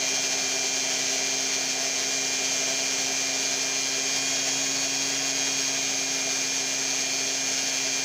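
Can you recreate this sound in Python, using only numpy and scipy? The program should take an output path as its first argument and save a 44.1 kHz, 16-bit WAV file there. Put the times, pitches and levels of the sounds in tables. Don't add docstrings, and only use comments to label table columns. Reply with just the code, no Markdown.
import sys
import numpy as np
from scipy import signal
from scipy.fft import rfft, irfft, next_fast_len
from scipy.io import wavfile
from scipy.ndimage import uniform_filter1d, map_coordinates

SR = 44100
rng = np.random.default_rng(int(sys.argv[2]) if len(sys.argv) > 2 else 0)


def store_pcm(level_fs):
    pcm = np.round(np.clip(level_fs, -1, 1) * 32767).astype(np.int16)
    wavfile.write(sys.argv[1], SR, np.atleast_2d(pcm).T)


def boost_factor(decibels):
    exponent = np.asarray(decibels, float) / 20
    return 10 ** exponent


N = 354563
TIME = np.arange(N) / SR
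MOST_TURNS = int(N / SR * 140)


def unit(x):
    return x / np.sqrt(np.mean(x ** 2))


def walk(rate_hz):
    fine = np.repeat(rng.standard_normal(400), 16)
    for _ in range(2):
        fine = uniform_filter1d(fine, 16)
    return np.interp(TIME * np.clip(rate_hz, .1, 45) * 16, np.arange(len(fine)), unit(fine))


def tone(turns, db, offset=0):
    return np.sqrt(2) * boost_factor(db) * np.cos(2 * np.pi * turns + offset)


# start_s, shaft_hz
SHAFT_SPEED = [(0, 133.08), (.5, 132.9), (1, 132.72), (1.25, 132.86), (1.75, 132.9), (2, 133.03),
               (2.75, 133.11), (3.5, 133.35), (4, 133.54), (4.25, 134.57), (4.75, 135.6), (5.25, 135.52),
               (5.75, 134.45), (6.25, 133.88), (6.75, 133.62), (7.5, 133.57), (8.04, 133.45)]


def shaft():
    shaft_hz = np.interp(TIME, *np.transpose(SHAFT_SPEED))
    turns = np.cumsum(shaft_hz + .04 * walk(9)) / SR
    return shaft_hz, turns


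MOTOR_ORDERS = [
    1,
    2,
    18,
    48,
]
# level_db at loaded speed, slope_db per Hz faster, bend_db per Hz squared
MOTOR_LEVELS = [
    (-56, 2.9, -0.33),
    (-44, 1.6, -0.1),
    (-39, -0.56, 0.02),
    (-34.5, 1.4, -0.46),
]
# multiple of shaft speed, level_db
BALL_RACE = (23.11, -57)


def motor(shaft_hz, turns):
    faster_hz = shaft_hz - 133.3
    race_order, race_db = BALL_RACE
    out = tone(race_order * turns, race_db + 3.4 * walk(3.4))
    for order, (loaded_db, slope, bend) in zip(MOTOR_ORDERS, MOTOR_LEVELS):
        db = loaded_db + slope * faster_hz + bend * faster_hz ** 2
        out = out + tone(order * turns, db + .5 * walk(9))
    return out


# multiple of shaft speed, pressing_db, eased_off_db
CUT = [(3, -48.5, -51), (7, -60, -56), (8, -64, -56), (11, -56, -54), (15, -53, -52), (16, -50, -50),
       (22, -53, -59), (23, -58, -50), (24, -43, -41.5), (29, -54, -48), (30, -51, -52), (31, -47, -57),
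       (37, -51, -49), (39, -60, -48), (40, -44, -47), (41, -59, -49), (42, -49, -47), (43, -47, -46),
       (44, -43, -45.5), (45, -46, -54), (46, -46, -46), (47, -45, -50), (50, -45.5, -48), (58, -60, -62),
       (60, -60, -69), (70, -61, -64), (72, -72, -67), (74, -69, -68), (76, -71, -67), (110, -69, -67)]
CUT_STAGES = [
    0,
    3.95,
    4.2,
    5.7,
    6.2,
]
STEADY_ORDERS = (3, 7, 8, 24, 58, 60, 70, 72, 74, 76, 110)


def cut_tones(turns):
    return_share, worn_db = .3, -1.5
    smear = .05
    out = 0
    for order, press_db, ease_db in CUT:
        again_db = press_db + return_share * (ease_db - press_db) + worn_db
        db = np.interp(TIME, CUT_STAGES, (press_db, press_db, ease_db, ease_db, again_db))
        wander = .03 if order in STEADY_ORDERS else .07
        lag = np.pi * smear * (order - MOTOR_ORDERS[-1]) ** 2 * (order > 4)
        swell = np.sqrt(1 - wander) + np.sqrt(wander / 2) * walk(11)
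        drift = np.sqrt(wander / 2) * walk(6)
        out = out + swell * tone(order * turns, db + .3, lag + drift)
    return out


def grit(turns):
    memory, count = .97, 256
    fresh = rng.standard_normal((MOST_TURNS, count))
    pattern = rfft(signal.lfilter([1], [1, -memory], fresh, axis=0))
    sounding = [int(row[0]) for row in CUT] + list(MOTOR_ORDERS)
    pattern[:, sounding] *= .45
    return map_coordinates(unit(irfft(pattern, count)).ravel(), [turns * count], order=3)


def chips(turns):
    scatter_db, slip_turns = 4.0, .03
    chance = rng.standard_normal((MOST_TURNS, 2))
    strikes = np.arange(MOST_TURNS) + slip_turns * chance[:, 0]
    moments = np.interp(strikes, turns, np.arange(N))
    inside = moments < N - 1
    blows = boost_factor(scatter_db * chance[:, 1]) * np.sign(chance[:, 0])
    out = np.zeros(N)
    out[moments.astype(int)[inside]] = blows[inside]
    return unit(out)


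# pitch_hz, level_db per Hz
HISS = [(25, -46), (100, -22), (230, -15), (330, -18), (900, -11.5), (1350, -13), (2000, -9), (3700, -8.5),
        (5700, -1), (6600, -2.5), (8400, -20.5), (11000, -27.5), (13700, -32), (14800, -23)]
# pitch_hz, width_hz, level_db above the hiss
CASING = [(205, 13, 4), (388.4, 59, 10.5), (447, 116, 6.5), (657.4, 118, 12.5), (751, 38, 8),
          (1014, 20, -4.5), (1175, 60, -5), (1640, 70, 6), (2350, 350, 4.5), (2830, 90, 3), (3150, 70, -4),
          (3395, 70, 4), (3860, 100, -4), (4230, 59, -3), (4414, 240, 5), (4610, 200, -1.5), (5190, 70, -5),
          (5390, 110, -3.5), (6080, 71, -3.5), (6630, 130, 2), (7400, 430, 3)]


def casing_colour(hz):
    pitch_hz, level_db = np.transpose(HISS)
    colour = boost_factor(np.interp(np.log(hz), np.log(pitch_hz), level_db))
    for centre_hz, width_hz, db in CASING:
        colour = colour * boost_factor(db / (1 + (2 * (hz - centre_hz) / width_hz) ** 2))
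    return colour


def hiss(turns, rush_db, cut_db, spray_db):
    angle = 2 * np.pi * turns
    pulse = boost_factor(1.5 * np.cos(angle) + .8 * np.cos(3 * angle))
    size = next_fast_len(N)
    hz = np.maximum(np.arange(size // 2 + 1) * SR / size, 1)
    loose = pulse * rng.standard_normal(N) + boost_factor(-19) * chips(turns)
    grains = rfft(grit(turns), size) * boost_factor(-8) / np.sqrt(1 + (800 / hz) ** 4)
    spectrum = (rfft(loose, size) + grains) * casing_colour(hz)
    swings_db = [db - db.mean() for db in (rush_db, cut_db, spray_db)]
    chatter_db = 0.33 * walk(40)
    droplets_db = .4 * tremor()
    out = 0
    for centre_hz in 100 * 2 ** np.arange(-2, 8, .5):
        window = np.clip(1 - 2 * np.abs(np.log2(hz / centre_hz)), 0, 1)
        zone = int(centre_hz > 1000) + int(centre_hz > 8000)
        flicker_db = 0.24 * walk(30)
        if zone == 2:
            flicker_db = flicker_db + droplets_db
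        band = irfft(spectrum * window, size)[:N]
        out = out + band * boost_factor(1.02 * swings_db[zone] + chatter_db + flicker_db)
    return unit(out) * boost_factor(-28.5)


def tremor():
    band = signal.butter(2, (4, 16.4), "bandpass", fs=100, output="sos")
    coarse = signal.sosfilt(band, rng.standard_normal(900))
    return np.interp(TIME * 100, np.arange(-50, 850), unit(coarse))


# start_s, pressure_db
PRESSURE = [(0, 1.7), (.45, 1.2), (.9, 1), (1.1, 1.5), (1.28, 0.7), (1.5, 0.9), (2.3, 0.7), (2.55, 1),
            (3.95, 0.5), (4.2, 0.8), (4.55, 0.7), (4.75, 0.4), (5.4, 0.5), (6.05, 0), (6.9, 0.14),
            (7.7, 0.), (8.04, -0.5)]
# pressure share, tremor_db, drift_db per s
FOLLOW = [
    (1.2, 0, -0.02),
    (1.3, 0.57, 0.17),
    (1.1, 0.55, 0.17),
]


def hand():
    pressure_db = np.interp(TIME, *np.transpose(PRESSURE))
    shake = tremor()
    tones_db = 0.46 * shake + .7 * pressure_db
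    rush_db, cut_db, spray_db = (share * pressure_db + db * shake + drift * TIME
                                 for share, db, drift in FOLLOW)
    gusts_db = 0.52 * tremor()
    return tones_db, rush_db + gusts_db, cut_db, spray_db


# middle_s, length_s, pitch_hz, width_hz, level_db
SKID = (4.47, 0.7, 7050, 200, -40.5)


def skid():
    middle_s, length_s, hz, width_hz, db = SKID
    edges_hz = (hz - width_hz / 2, hz + width_hz / 2)
    band = signal.butter(2, edges_hz, "bandpass", fs=SR, output="sos")
    swell = np.exp(-(2 * (TIME - middle_s) / length_s) ** 4)
    return boost_factor(db) * swell * unit(signal.sosfilt(band, rng.standard_normal(N)))


# start_s, pitch_hz, level_db
FAR_MOTOR = [(0, 163.1, -58.5), (4, 161.4, -60.5), (6.5, 159.7, -58.5), (8.04, 158, -61)]


def far_motor():
    start_s, pitch_hz, level_db = np.transpose(FAR_MOTOR)
    cycles = np.cumsum(np.interp(TIME, start_s, pitch_hz)) / SR
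    return tone(cycles, np.interp(TIME, start_s, level_db))


def scene():
    shaft_hz, turns = shaft()
    tones_db, rush_db, cut_db, spray_db = hand()
    mono = motor(shaft_hz, turns) + boost_factor(tones_db) * cut_tones(turns)
    mono = mono + hiss(turns, rush_db, cut_db, spray_db)
    mono = mono + skid() + far_motor()
    return np.array([mono, mono])


def band_limit(x):
    return signal.sosfilt(signal.butter(12, 16860, fs=SR, output="sos"), x)


def record(dry):
    size = next_fast_len(N)
    hz = np.arange(size // 2 + 1) * SR / size
    rounded = np.tanh(3 * dry) / 3
    mix = irfft(rfft(rounded, size) * (hz < 15495), size)[:, :N]
    return band_limit(mix)


dry = scene()
out = record(dry)
store_pcm(out)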